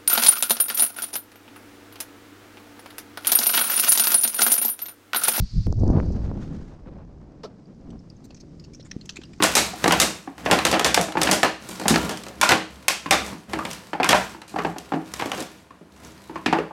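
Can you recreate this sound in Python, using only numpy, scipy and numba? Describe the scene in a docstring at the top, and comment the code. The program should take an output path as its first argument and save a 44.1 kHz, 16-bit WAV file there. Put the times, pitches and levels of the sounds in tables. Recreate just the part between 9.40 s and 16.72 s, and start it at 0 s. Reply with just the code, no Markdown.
"""In a small bare room, a dog paws and noses an empty plastic bottle along a hard windowsill, close to a phone.
The thin wall buckles with sharp snaps and hollow pops, and impacts ring the resonances of the body. In between,
friction of fur on plastic rustles, creases tick and the rolling bottle rumbles. Reflections answer each blow a
moment later, and the phone's limiter squashes the loudest cracks."""
import sys
import numpy as np
from scipy import signal
from scipy.fft import rfft, irfft
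from scipy.io import wavfile
from scipy.ndimage import uniform_filter1d, minimum_filter1d
from numba import njit

SR = 44100
rng = np.random.default_rng(int(sys.argv[2]) if len(sys.argv) > 2 else 0)


def bounce(signal):
    """Save signal as a 16-bit WAV file at the path given by the first command-line argument."""
    frames = np.transpose(np.atleast_2d(signal))
    limited = np.clip(frames, -1, 1)
    pcm = np.round(limited * 32767).astype(np.int16)
    wavfile.write(sys.argv[1], SR, pcm)


N = 322812
TIME = np.arange(N) / SR
BLOW_SAMPLES = 4096
BLOW_HZ = np.fft.rfftfreq(BLOW_SAMPLES, 1 / SR)


def undb(db):
    """Amplitude ratio of a level in decibels."""
    return 10 ** (np.asarray(db) / 20)


def along(hz, points):
    """Interpolation of (Hz, value) points on a log-frequency axis."""
    point_hz, value = np.transpose(points)
    return np.interp(np.log(hz + 1), np.log(point_hz), value)


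def colour(x, points):
    """Spectral shaping of a sound by (Hz, dB) points."""
    hz = np.fft.rfftfreq(len(x), 1 / SR)
    return irfft(rfft(x) * undb(along(hz, points)), len(x))


def butterworth(x, order, cutoff_hz, kind):
    """Low-pass or high-pass filtering with a flat passband."""
    return signal.sosfilt(signal.butter(order, cutoff_hz, kind, fs=SR, output="sos"), x)


def add(track, start_s, sound):
    """Superposition of a short sound on the track."""
    i = max(int(start_s * SR), 0)
    track[i:i + len(sound)] += sound[:N - i]


# spectrum of the still room: frequency_hz, level_db
AMBIENT_SPECTRUM = [(25, -85), (45, -69.5), (70, -43), (160, -45), (400, -45.5), (1000, -48.5),
                    (4000, -60.5), (10000, -67), (16000, -78.5)]
def ambient_noise():
    """The noise floor: steady random pressure, strongest in the bass."""
    return colour(rng.standard_normal(N), AMBIENT_SPECTRUM)


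# reverberation by band: centre_hz, level_db, t60_s
REVERB_BANDS = [(101, -4, 0.31), (315, 6, 0.27), (900, 2.5, 0.31), (2830, -1, 0.38), (7000, -2.5, 0.35),
                (14000, -3.5, 0.24)]
# low standing waves of the room: pitch_hz, level_db, t60_s
ROOM_MODES = [(67.9, -57, 0.36), (104.5, -56, 0.39), (167.7, -47.5, 0.26), (236, -65, 0.089),
              (317.9, -49, 0.4), (415, -53.5, 0.55)]
def room_response(walls_s=0.015, near_db=-6, cluster_db=3, cluster_s=0.0089):
    """Reverberation: nearby surfaces reflect first, then the walls in a cluster; standing waves linger."""
    t = np.arange(SR) / SR
    hz = np.fft.rfftfreq(SR, 1 / SR)
    wall_cluster = undb(cluster_db * np.exp(-abs(t - walls_s) / cluster_s))
    arrivals = np.where(t < walls_s, undb(near_db) * (t > 0.003), wall_cluster)
    # early echoes are single and uneven, later ones merge
    echoes = rfft(rng.standard_normal(SR) * np.exp(rng.standard_normal(SR) * np.exp(-t / 0.015)))
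    response = np.zeros(SR)
    for centre_hz, level_db, t60_s in REVERB_BANDS:
        band = along(hz, [(row[0], float(row[0] == centre_hz)) for row in REVERB_BANDS])
        tail = irfft(echoes * band) * arrivals * undb(-60 * t / t60_s)
        response += tail * undb(level_db) * np.sqrt(np.mean(band ** 2)) / np.linalg.norm(tail)
    for pitch_hz, level_db, t60_s in ROOM_MODES:
        coupling = np.cos(2 * np.pi * rng.random())  # depends on where the bottle lies
        response += coupling * np.sin(2 * np.pi * pitch_hz * t) * undb(level_db - 60 * t / t60_s)
    return response


# the dog shoves the bottle along: start_s, length_s, rustle_db, rumble_db
SHOVES = [(0.0, .25, -37, -38), (0.342, 0.15, -41.5, -49), (0.409, 0.24, -35.5, -34.5),
          (0.95, .07, -53.5, -46), (1.026, 0.28, -41.5, -35.5), (1.45, .14, -54, -34.5),
          (1.765, 0.16, -37, -34.5), (2.194, 0.36, -45, -44), (2.458, 0.19, -38, -32),
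          (2.732, 0.27, -53.5, -47), (3.08, 0.065, -52, -38), (3.27, 0.56, -54, -50),
          (3.685, 0.22, -45, -40.5), (4.076, 0.18, -48, -39), (4.256, 0.064, -42.5, -47),
          (4.4, 0.054, -51, -50.5), (4.654, 0.15, -38.5, -36.5), (5.096, 0.19, -51.5, -45.5),
          (5.35, 0.26, -55.5, -50.5), (5.643, 0.36, -44.5, -45.5), (6.117, 0.042, -55, -54.5),
          (6.499, 0.37, -56, -53.5), (6.61, 0.025, -45, -44), (6.898, 0.3, -59, -45.5)]
def shove_envelopes(rub_attack_s=0.036, roll_attack_s=0.02, release_s=0.077):
    """Incoherent sources add in power: each shove swells, holds and fades in rustle and rumble."""
    rustle_power = np.full(N, undb(-74.5) ** 2)  # between shoves the bottle still stirs
    rumble_power = np.full(N, undb(-58.5) ** 2)
    for start_s, length_s, rustle_db, rumble_db in SHOVES:
        age_s = TIME - start_s
        fade = np.exp(-np.maximum(age_s - length_s, 0) / release_s)
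        rustle_power += (undb(rustle_db) * np.clip(age_s / rub_attack_s, 0, 1) * fade) ** 2
        rumble_power += (undb(rumble_db) * np.clip(age_s / roll_attack_s, 0, 1) * fade) ** 2
    return np.sqrt(rustle_power), np.sqrt(rumble_power)


# spectrum of the rolling bottle: frequency_hz, level_db
ROLLING_SPECTRUM = [(25, -11.5), (48, -6), (68, 27.5), (88, 17.5), (160, 22), (320, 14.5), (600, 11),
                    (1200, 6), (3000, -2.5), (16000, -54.5)]
# spectrum of fur rubbing on plastic: frequency_hz, level_db
FRICTION_SPECTRUM = [(100, 12.5), (500, -4.5), (900, 14.5), (2000, 13), (4200, 10.5), (8500, 6),
                     (12000, 2.5), (16000, -6)]
def rubbing_and_rolling(rustle_gain, rumble_gain, slips_per_s=300, slip_s=0.0022, hiss_share=0.34):
    """Stick-slip friction: fur rubs in tiny uneven slips while the ribbed bottle rumbles over the sill."""
    slips = (rng.random(N) < slips_per_s / SR) * undb(6 * np.minimum(rng.exponential(size=N), 3.5))
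    slip_power = signal.lfilter([1], [1, -np.exp(-1 / (slip_s * SR))], slips ** 2)
    friction_power = hiss_share + (1 - hiss_share) * slip_power / slip_power.mean()
    friction = rng.standard_normal(N) * np.sqrt(friction_power)
    muzzle_pressure_db = 1.5 * np.interp(TIME, np.linspace(0, TIME[-1], 200), rng.standard_normal(200))
    rustle = colour(friction, FRICTION_SPECTRUM) * rustle_gain * undb(-8)
    rumble = colour(rng.standard_normal(N), ROLLING_SPECTRUM) * rumble_gain * undb(-5)
    return undb(muzzle_pressure_db) * (rustle + rumble)


# spectrum radiated by the thin wall: frequency_hz, level_db
WALL_RADIATION = [(25, -52.5), (48, -40.5), (66, -10.5), (130, -3.5), (220, -1.5), (1000, -1), (3000, -1),
                  (5500, 5.5), (8000, 4), (11000, -1.5), (14000, -8.5), (16000, -22.5)]
def wall_pulse(spectrum_db, lag_s):
    """Dispersion: low bending waves travel slower and spread a pulse; lag_s is the delay near 1 kHz."""
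    cepstrum = irfft(np.log(undb(spectrum_db + along(BLOW_HZ, WALL_RADIATION))))
    # folding the cepstrum gives a minimum-phase pulse
    cepstrum[1:BLOW_SAMPLES // 2] *= 2
    cepstrum[BLOW_SAMPLES // 2 + 1:] = 0
    dispersion = np.exp(-4j * np.pi * lag_s * np.sqrt(1000 * (BLOW_HZ + 100)))
    fade_out = np.minimum(1, np.linspace(4, 0, BLOW_SAMPLES))
    return irfft(np.exp(rfft(cepstrum)) * dispersion) * fade_out


def chatter(pulse, decay_s, crossover_hz):
    """The wall moves coherently below the crossover; above it, creases give way in a random burst."""
    burst = rng.standard_normal(BLOW_SAMPLES) * np.exp(-np.arange(BLOW_SAMPLES) / SR / decay_s)
    low = butterworth(pulse, 2, crossover_hz, "low")
    high = butterworth(pulse, 2, crossover_hz, "high")
    return low + signal.fftconvolve(high, burst / np.linalg.norm(burst))[:BLOW_SAMPLES]


def resonance_db(modes, floor_db):
    """Resonance: Lorentzian peaks add in power over the broad response of the wall."""
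    power = sum(undb(db) ** 2 / (1 + (2 * (BLOW_HZ - hz) / width_hz) ** 2) for hz, width_hz, db in modes)
    return 10 * np.log10(power + undb(floor_db) ** 2)


def facet_modes(low_hz, high_hz, width_share, level_db, count):
    """Modes depend on shape: the dents keep changing, so each blow finds resonances of its own."""
    pitches_hz = low_hz * (high_hz / low_hz) ** ((np.arange(count) + rng.random(count)) / count)
    return [(hz, hz * width_share, level_db) for hz in pitches_hz]


def crinkles(rustle_gain, count=90):
    """Small-scale buckling: creases tick at random, louder as the bottle is handled harder."""
    out = np.zeros(N)
    for when, pitch in rng.random((count, 2)):
        handling_db = min(20 * np.log10(rustle_gain[int(when * N)]), -45)
        crease_hz = 3500 * 3 ** pitch
        tone_db = 27 - 9 * np.abs(np.log2((BLOW_HZ + 200) / crease_hz))
        pulse = wall_pulse(handling_db + tone_db, lag_s=0.0003)
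        add(out, when * N / SR, chatter(pulse, decay_s=0.00032, crossover_hz=900))
    return out


# resonances of the taut wall: pitch_hz, width_hz, level_db
TAUT_MODES = [(1035, 99, 4.5), (1400, 48, 3.5), (1585, 67, 2), (2520, 290, -5.5)]
# deep dents spring back: start_s, level_db
DENT_POPS = [(3.0134, 29.5), (3.091, 14.5), (4.1894, 3), (4.631, 9), (4.6444, 19), (4.73, 20.5)]
def pops(rooms):
    """Snap-through: a deep dent flips out in one clean pulse, and the taut wall rings with a hollow pop."""
    out = np.zeros(N)
    for k, (start_s, level_db) in enumerate(DENT_POPS):
        pulse = undb(1) * wall_pulse(level_db + resonance_db(TAUT_MODES, floor_db=-22), lag_s=0.000578)
        add(out, start_s, pulse)
        add(out, start_s, signal.fftconvolve(pulse, rooms[k % len(rooms)]))
    return out


# resonances of the hollow bottle, in knocks and snaps alike: pitch_hz, width_hz, level_db
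BODY_MODES = [(306.6, 46, -1.5), (1170, 94, -4.5), (1750, 360, 4), (2600, 880, 5), (4600, 420, -3.5)]
# thud of the hard surface under the bottle: pitch_hz, width_hz, level_db
SILL_MODES = [(164.7, 8.5, 7)]
# the bottle bumps the sill or a paw: start_s, level_db, thump_db, hardness_db, panel_hz, belly_hz
IMPACTS = [(0.001, 9.5, 17, -9.5, 1100, 315), (0.3324, 1, 4, -28, 750, 320),
           (0.4574, 18.5, 9.5, -11, 780, 470), (0.4794, -3, 27, -12, 770, 164),
           (0.8734, 0.5, 11.5, -16.5, 770, 280), (1.0595, 16.5, 5, -8.5, 683, 183),
           (1.0994, 13, 9, -12, 840, 324), (1.3374, 9, 12, 4, 615, 314), (1.5738, 22, 0, -13, 670, 464),
           (1.6834, 3.5, 7, -10, 800, 312), (1.7524, 14, 6.5, -26, 790, 232),
           (1.7699, 17, 7.5, -12, 885, 312), (1.8704, 12, 9, 2, 900, 328), (1.8894, 15.5, 2, -9, 654, 170),
           (2.4544, 14.5, 7, -16.5, 750, 212), (2.5044, 14, 20.5, -18, 780, 226),
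           (2.5394, 9, 9, 1, 920, 231), (3.6584, 5, 13.5, -5, 1050, 169), (3.9244, -2.5, 16, -15, 970, 168),
           (4.1324, 11, 6.5, -6.5, 857, 320), (4.1894, 13, -4, -19, 1220, 333),
           (4.5309, 13, 2, -13, 840, 325), (4.5989, 18, 7, -16, 780, 350), (4.9464, -3.5, 8, -14, 900, 325),
           (5.1394, 1.5, 14, -24, 806, 310), (5.1594, 13.5, -10, -19, 790, 320),
           (5.1854, 13.5, 6, -10.5, 1170, 437), (5.247, 15.5, 8, -14.5, 800, 161),
           (5.3602, 3, 9, -19, 724, 335), (5.5189, 13, 9, -19, 805, 323), (5.5354, 11.5, 12, -16, 716, 273),
           (5.7964, 7, 0, -4, 1010, 339), (6.3051, -9, 7, -11, 1093, 164),
           (6.4094, -16, 20.5, -15, 627, 300), (6.8944, -2.5, 15.5, -14, 900, 320),
           (6.9564, 8, 3.5, -14, 1030, 323), (7.0599, 13.5, 13.5, 1, 825, 253),
           (7.1259, 22.5, 6, -13, 850, 340), (7.1844, 14, 3.5, -14, 513, 420),
           (7.3074, 1.5, -20, -31, 830, 425)]
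def knocks(rooms):
    """Impact excitation: body, struck panel and squeezed belly ring; hard contacts reach higher modes."""
    out = np.zeros(N)
    for k, (start_s, level_db, thump_db, hardness_db, panel_hz, belly_hz) in enumerate(IMPACTS):
        modes = BODY_MODES + SILL_MODES + [(panel_hz, 105, 10), (belly_hz, 24, 5)]
        modes += facet_modes(1000, 4000, width_share=0.012, level_db=4, count=3)
        contact_db = along(BLOW_HZ, [
            (380, thump_db - 1), (540, 0.83), (720, 0.96), (1100, 0.14), (2400, hardness_db),
            (5500, hardness_db - 10), (9000, hardness_db - 14), (15000, hardness_db - 15)])
        pulse = wall_pulse(level_db + resonance_db(modes, floor_db=-13) + contact_db, lag_s=0.001952)
        # the ribbed wall rocks as it lands and touches twice
        for delay_s, share in ((0, 0.8), (rng.uniform(0.002, 0.005), 0.65)):
            touch = chatter(pulse, decay_s=0.0064, crossover_hz=1500)
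            add(out, start_s + delay_s, share * undb(1) * touch)
        add(out, start_s, undb(-3.5) * signal.fftconvolve(pulse, rooms[k % len(rooms)]))
    return out


# the thin wall buckles: start_s, level_db, thump_db, sizzle_db, facing_db
BUCKLES = [(0.024, 19.5, 3.5, -8, -2), (0.035, 7, 3, 9, 1), (0.1526, 21.5, 4, 1.5, 4.5),
           (0.4415, 2.5, 16, -10.5, 11.5), (0.4784, 8, 14.5, -3.5, 5), (0.5088, 18.5, 0.5, -19, -3.5),
           (0.522, 8, -23, -1, 4.5), (0.6, 19.5, 0, 2, 5), (0.98, -11.5, 7.5, -13, 2.5),
           (1.112, 18.5, 11.5, -7, 4), (1.188, 10, -3, -17, 5.5), (1.251, 16, 6.5, -4, 0),
           (1.3139, 3.5, 10.5, -1.5, 5), (1.327, 12, 14.5, -13.5, -2), (1.395, 9.5, 9, -8, 3.5),
           (1.4455, 18.5, 2.5, -4.5, -1.5), (1.544, 16, -3.5, -3, 19), (1.612, 1.5, -9, 5.5, -0.5),
           (1.722, -9, 2, -10, 7), (1.816, 11, 7.5, -6, 2.5), (1.832, 6, -12, 1.5, 3),
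           (1.9129, 16, 9, 1.5, 3), (2.031, 17, 7, -11.5, 2), (2.289, -17.5, 28, 14.5, 0),
           (2.3973, -2, 18.5, -3, -2), (2.481, 14.5, 6, 2.5, 9), (2.5587, 7, 9.5, -17, 8),
           (2.693, 4, 11.5, -2.5, -2), (2.656, -13, -10, -3, 2), (2.773, -8.5, -16, -4, 4),
           (2.836, -15.5, 8, -1, 4.5), (2.866, -11.5, 16, -9, 3.5), (2.884, -18.5, -5, -1, 7),
           (3.013, 18.5, -3.5, -6, 14.5), (3.091, 20.5, 4, -8.5, 13), (3.119, 14.5, 9, -13, 9),
           (3.482, 16.5, -5.5, -3, 18), (3.709, 21, 4, -6.5, 9.5), (3.8633, -5.5, 9.5, 0.5, -4),
           (4.133, -9.5, 10, -2.5, 4.5), (4.2513, -2, 5, -15, 9), (4.312, -6.5, -13, -2, 3.5),
           (4.331, -12, -24, -1, 6), (4.631, 15, -18, -22, 0), (4.69, 20.5, 3, -5, -3.5),
           (4.73, 15, 5.5, -29, 15), (5.017, -12, 4.5, -12.5, 6), (5.079, -10.5, -9, 1, -10),
           (5.3837, -9.5, -24, -2, 4.5), (5.738, -7, 4, -2.5, 7.5), (5.81, 2, 8, -20, -4),
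           (5.822, -11, 18, -18, 13), (5.858, -7.5, 25, -7, 4), (5.917, 3.5, 6.5, -11.5, 2),
           (5.9482, -9, 16, 2, -2), (5.979, -6, 22.5, -5, -1), (6.004, -7.5, -14, -0.5, 6),
           (6.024, -14.5, -6, 4, 4)]
def snaps(rooms):
    """Buckling: facets flip in and out; the direct sound is directional, the room gathers all sides."""
    out = np.zeros(N)
    for k, (start_s, level_db, thump_db, sizzle_db, facing_db) in enumerate(BUCKLES):
        modes = BODY_MODES + [(780, 68, 6.9)]
        modes += facet_modes(463, 4270, width_share=0.058, level_db=8.5, count=7)
        body_db = resonance_db(modes, floor_db=0.5) - 4.5
        hollow_db = 0.48 * thump_db - 0.28 * sizzle_db  # a dull, heavy snap is also hollow
        tone_db = along(BLOW_HZ, [(300, thump_db), (900, hollow_db), (2800, 0), (7500, sizzle_db)])
        pulse = wall_pulse(level_db + body_db + tone_db, lag_s=0.0006)
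        # the instant of buckling is a bright edge, shorter than the burst of creases behind it
        edge = chatter(butterworth(pulse, 2, 3600, "high"), decay_s=0.0008, crossover_hz=900)
        burst = chatter(pulse, decay_s=0.0044, crossover_hz=650)
        add(out, start_s, undb(facing_db) * (undb(-4.5) * edge + undb(-2) * burst))
        add(out, start_s, signal.fftconvolve(pulse, rooms[k % len(rooms)]))
    return out


def scene():
    """Direct and reflected sound superpose; the bottle moves, so successive blows meet different echoes."""
    rooms = [room_response() for _ in range(12)]
    blows = snaps(rooms) + knocks(rooms) + pops(rooms)
    rustle_gain, rumble_gain = shove_envelopes()
    handling = rubbing_and_rolling(rustle_gain, rumble_gain) + crinkles(rustle_gain)
    handling_reverb = signal.fftconvolve(handling, rooms[0])[:N]
    return (ambient_noise() + handling + handling_reverb + blows)[None]


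@njit
def peak_envelope(x, decay_per_sample):
    """Peak detection: instant attack, exponential release."""
    out, peak = np.empty(len(x)), 0.
    for i in range(len(x)):
        peak = max(x[i], peak * decay_per_sample)
        out[i] = peak
    return out


def record(dry, ceiling=0.84, release_s=0.01, low_cut_hz=42, high_cut_hz=16000):
    """Look-ahead limiting: the phone ducks each loud crack and recovers fast; deep bass and top are cut."""
    peak = peak_envelope(np.abs(dry[0]), np.exp(-1 / (release_s * SR)))
    gain = ceiling / np.maximum(peak, ceiling)
    smooth_gain = uniform_filter1d(minimum_filter1d(gain, size=45), size=45)
    limited = butterworth(dry * smooth_gain, 3, low_cut_hz, "high")
    return signal.sosfilt(signal.ellip(10, 0.2, 80, high_cut_hz, fs=SR, output="sos"), limited)


dry = scene()
out = record(dry)
bounce(out)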